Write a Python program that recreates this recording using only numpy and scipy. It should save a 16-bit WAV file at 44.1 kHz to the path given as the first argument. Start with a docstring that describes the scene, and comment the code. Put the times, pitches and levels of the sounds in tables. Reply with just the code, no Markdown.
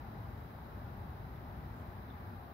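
"""A quiet outdoor range while an archer, unheard, holds a drawn bow; two handheld microphones hiss on top.
Throughout, a distant road drones over a hedge (noise in drifting bands, plus one singing band), and
some far machine hums and whines faintly on the left (wavering sines).
Leaves stir early on (coloured noise); later a tiny tick (two decaying modes) comes from the left, then
leaves again with a second tick, a bird's peep (a gliding sine) and, during the peep, a last tick."""
import sys
import numpy as np
from scipy import signal
from scipy.fft import rfft, irfft
from scipy.io import wavfile
from scipy.ndimage import uniform_filter1d

SR = 44100
rng = np.random.default_rng(int(sys.argv[2]) if len(sys.argv) > 2 else 0)


def voltage_ratio(decibels):
    """Convert decibels (scalar or array-like) to amplitude ratios, 20 dB per decade."""
    exponent = np.asarray(decibels, float) / 20
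    return 10 ** exponent


def transcribe(u):
    """Save the signal u as a 16-bit wav file named by the first command-line argument.

    u: samples, shape (n,) or (channels, n), limited to [-1, 1]; the rate is SR.
    q: integer samples, one column per channel.
    """
    v = np.clip(np.atleast_2d(u).T, -1, 1)
    q = np.round(v * 32767).astype(np.int16)
    wavfile.write(sys.argv[1], SR, q)


N = 111573
TIME_S = np.arange(N) / SR

# how alike the far road is at the two microphones: (frequency [Hz], likeness [0-1])
LIKENESS = [(60, .99), (200, 0.97), (380, 0.75), (480, 0.42), (800, 0.38), (900, 0.44), (1700, 0.07),
            (2500, 0)]
# phase by which the left microphone leads in the shared part: (frequency [Hz], lead [rad])
LEAD = [(60, 0), (300, 0.18), (800, 0), (1200, 3.5), (2000, 8), (10000, 6.5)]
FLAT = [(1, 0), (2, 0)]  # zero at every frequency
SMALL_SOURCE_RIGHT_DB = -21  # right against left, for the ticks and the bird


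def over_hz(table, hz):
    """Read a (frequency [Hz], value) table on a log-frequency axis."""
    table = np.array(table, float)
    return np.interp(np.log(hz), np.log(table[:, 0]), table[:, 1])


def walk(rate_hz):
    """Random levels held 1 / rate_hz s and slewed twice; spread near 1."""
    hold = int(SR / rate_hz)
    steps = np.repeat(rng.standard_normal(N // hold + 1), hold)
    slewed = uniform_filter1d(uniform_filter1d(steps, hold), hold)
    return 1.284 * slewed[:N]


def swell(start_s, length_s):
    """A smooth rise and fall between 0 and 1."""
    return np.sin(np.pi * np.clip((TIME_S - start_s) / length_s, 0, 1)) ** 2


def left_and_right(right_db):
    """Gains that place a source: left untouched, right changed by right_db."""
    return np.array([[1], [voltage_ratio(right_db)]])


def diffuse(colour, likeness, lead):
    """Spectra of a stereo noise that is partly shared by both microphones; also their Hz axis."""
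    # left against right: (frequency [Hz], left minus right [dB])
    balance_table = [(60, 2), (250, 2), (400, 3), (700, 1.5), (1400, 1), (2500, 3.5), (3400, 3), (4100, 7),
                     (4250, 3), (5000, 1), (6000, .2), (8000, 3.5), (10500, -2), (15000, -2.5)]
    hz = np.maximum(np.fft.rfftfreq(N, 1 / SR), 1)
    left, other = rfft(rng.standard_normal((2, N)))
    shared = np.clip(over_hz(likeness, hz), 0, 1)
    delayed = np.exp(-1j * over_hz(lead, hz)) * left
    right = shared * delayed + np.sqrt(1 - shared ** 2) * other
    tilt = voltage_ratio(over_hz(balance_table, hz) / 2)
    return np.array([left * tilt, right / tilt]) * voltage_ratio(over_hz(colour, hz)), hz


def mid_rms(pair):
    """Root mean square of the mean of left and right."""
    return np.sqrt(np.mean(pair.mean(axis=0) ** 2))


def tone(hz, left_db, right_db, lead, waver_db, wander_hz):
    """A sine from afar: the air makes its level and pitch waver."""
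    phase = 2 * np.pi * (np.cumsum(hz + wander_hz * walk(5.9)) / SR + rng.random())
    swing = np.sqrt(2) * voltage_ratio(waver_db * walk(4.65))  # sqrt(2) turns rms into peak
    return swing * np.array([voltage_ratio(left_db) * np.sin(phase + lead), voltage_ratio(right_db) * np.sin(phase)])


def hiss():
    """Smooth microphone self-noise, mostly in the top octave, unrelated left and right."""
    # colour, relative: (frequency [Hz], density [dB per Hz])
    hiss_colour = [(6000, -45), (9900, -15), (10300, -8), (11000, -3.5), (12100, -.5), (15000, 1.2),
                   (15730, .6), (15780, -40)]
    pair = irfft(diffuse(hiss_colour, FLAT, FLAT)[0], N)
    return pair / mid_rms(pair) * voltage_ratio(-75)


def road(flicker_db=0.51, drift_db=0.38, split_hz=250):
    """Many far tyres and engines: half-octave bands that drift and flicker a little, each on its own."""
    # colour, relative within bass and within rest: (frequency [Hz], density [dB per Hz])
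    road_colour = [(12, -40), (25, -15), (40, -8), (58, 1.5), (108, -1), (169, -8), (230, -10.5),
                   (299, -17), (419, -18.5), (490, -21.5), (700, -18), (810, -17), (900, -18.5),
                   (1130, -20.5), (1710, -26), (2800, -40), (4100, -42), (4250, -45), (5000, -44.5),
                   (5600, -50), (7320, -59), (10000, -63), (13000, -80), (22000, -120)]
    # mid level over time: (time [s], bass level [dB rms], rest over the bass [dB])
    road_level = [(0, -47.5, -7), (.3, -46.5, -7.5), (.6, -49, -5.5), (1.0, -45.5, -8.5), (1.3, -48, -6),
                  (1.75, -46.5, -7.5), (2.0, -48, -7), (2.3, -47, -7.5), (2.53, -53.5, -2.5)]
    pair, hz = diffuse(road_colour, LIKENESS, LEAD)
    bass, rest = np.zeros((2, 2, N))
    for octave in np.arange(3.5, 14.5, .5):
        share = np.clip(1 - 2 * abs(np.log2(hz) - octave), 0, 1)  # overlapping triangles
        wobble = voltage_ratio(drift_db * walk(1.69) + flicker_db * walk(8.83))
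        part = rest if 2 ** octave > split_hz else bass
        part += wobble * irfft(pair * share, N)
    t, bass_db, rest_db = np.array(road_level).T
    bass_gain = voltage_ratio(np.interp(TIME_S, t, bass_db))
    rest_gain = voltage_ratio(np.interp(TIME_S, t, bass_db + rest_db))
    return bass / mid_rms(bass) * bass_gain + rest / mid_rms(rest) * rest_gain


def drone(centre_hz=808, width_hz=35):
    """Tyres on the far road sing in one narrow band of noise that swells and sinks."""
    # mid level over time: (time [s], level [dB rms])
    drone_level = [(0, -64.5), (.2, -63), (.35, -71), (.7, -73), (1.0, -67.5), (1.6, -72.5), (2.0, -69.5),
                   (2.53, -63.5)]
    pair, hz = diffuse(FLAT, LIKENESS, LEAD)
    bell = np.exp(-.5 * ((hz - centre_hz) / width_hz) ** 2)
    band = irfft(pair * bell, N)
    t, db = np.array(drone_level).T
    return band / mid_rms(band) * voltage_ratio(np.interp(TIME_S, t, db))


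def machine(mains_hz=119.72):
    """A far machine: multiples of the mains hum and a few slowly fading or growing whines."""
    # hum before its waver: (multiple, left [dB rms], right [dB rms], lead of left [rad])
    hum_table = [(1, -59, -66, 0.5), (3, -70, -77, -0.2), (5, -72.5, -77.5, 0.8), (10, -71.5, -76, 2.5),
                 (14, -84, -86, -2)]
    # middle pitch of each thin whine: frequency [Hz]
    whine_hz = [3833, 3966.5, 4033, 1978]
    # each whine at time zero: (left [dB rms], right [dB rms], growth [dB/s], fading if negative)
    whine_table = [(-82, -98, -1.5), (-82, -98, -1.5), (-89, -104, 1.5), (-79, -82, -3)]
    out = np.zeros((2, N))
    for multiple, left_db, right_db, lead in hum_table:
        out += tone(round(multiple) * mains_hz, left_db, right_db, lead, waver_db=2.5, wander_hz=0.53)
    for hz, (left_db, right_db, growth) in zip(whine_hz, whine_table):
        whine = tone(hz, left_db, right_db, 0, waver_db=0.0, wander_hz=0.92)
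        out += voltage_ratio(growth * TIME_S) * whine
    return out


def leaves():
    """Soft airy noise swells from the hedge, a little grainy, stronger on the left."""
    # stirrings: (middle [s], length [s], left level at the top, before the grain [dB rms])
    rustles = [(0.406, 0.47, -85.5), (1.823, 0.54, -84.5)]
    # colour, relative: (frequency [Hz], density [dB per Hz])
    leaf_colour = [(3000, -30), (5500, -4), (7500, -3), (9500, -9), (11000, -10), (16000, -34)]
    colour = voltage_ratio(over_hz(leaf_colour, np.fft.rfftfreq(N, 1 / SR) + 1))
    pair = irfft(rfft(rng.standard_normal((2, N))) * colour, N)
    swells = sum(voltage_ratio(db) * swell(middle - length / 2, length) for middle, length, db in rustles)
    grain = voltage_ratio(3.5 * walk(30))
    return pair / pair.std() * swells * grain * left_and_right(-7)


def bird():
    """A peep off to the left: a near sine that glides up quickly and settles."""
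    # peeps: (start [s], length [s], from [Hz], towards [Hz], left level at the top [dB rms])
    peeps = [(2.062, 0.063, 3680, 3880, -75)]
    out = np.zeros(N)
    for start, length, low, high, db in peeps:
        glide = np.exp(-np.clip(TIME_S - start, 0, length) / (0.42 * length))
        hz = high + (low - high) * glide
        out += voltage_ratio(db) * np.sqrt(2 * swell(start, length)) * np.sin(2 * np.pi * np.cumsum(hz) / SR)
    return out * left_and_right(SMALL_SOURCE_RIGHT_DB)


def ticks():
    """Each tick rings in two close modes that beat, followed by its scatter from the hedge."""
    # ticks on the left: (time [s], peak of the ring alone [dB], first mode [Hz])
    tick_table = [(1.357, -63, 3440), (1.80, -63, 3120), (2.1012, -57, 3435)]
    mode_ratio, ring_t60_s = 1.056, 0.066
    tail_db, tail_t60_s = -6, 0.19  # tail peak against the ring's
    out = np.zeros(N + SR)
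    t = np.arange(SR // 5) / SR
    for start, db, hz in tick_table:
        modes = np.sin(2 * np.pi * hz * t) - 0.78 * np.sin(2 * np.pi * mode_ratio * hz * t)
        onset = 1 - np.exp(-t / 0.00086)
        ring = modes * voltage_ratio(-60 * t / ring_t60_s) * onset
        scatter = rng.standard_normal(len(t)) * voltage_ratio(-60 * t / tail_t60_s)
        tail = np.convolve(ring[:SR // 300], scatter)[:len(t)]  # only the ring's start is scattered
        at = int(start * SR)
        out[at:at + len(t)] += voltage_ratio(db) * (ring / ring.max() + voltage_ratio(tail_db) * tail / tail.max())
    return out[:N] * left_and_right(SMALL_SOURCE_RIGHT_DB)


def scene():
    """All that sounds around the microphones, added up."""
    return road() + drone() + machine() + leaves() + bird() + ticks()


def top_cut(x):
    """Nothing passes above the cut-off."""
    return signal.sosfilt(signal.butter(12, 15890, fs=SR, output="sos"), x)


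def record(dry):
    """The two microphones cut the deep bass and add their hiss."""
    low_cut = signal.butter(2, 40, "high", fs=SR, output="sos")  # 40 Hz
    # a mirrored quarter second ahead lets the filter settle
    run_in = np.concatenate([dry[:, SR // 4:0:-1], dry], axis=1)
    heard = signal.sosfilt(low_cut, run_in)[:, SR // 4:]
    return top_cut(heard + hiss())


dry = scene()
out = record(dry)
transcribe(out)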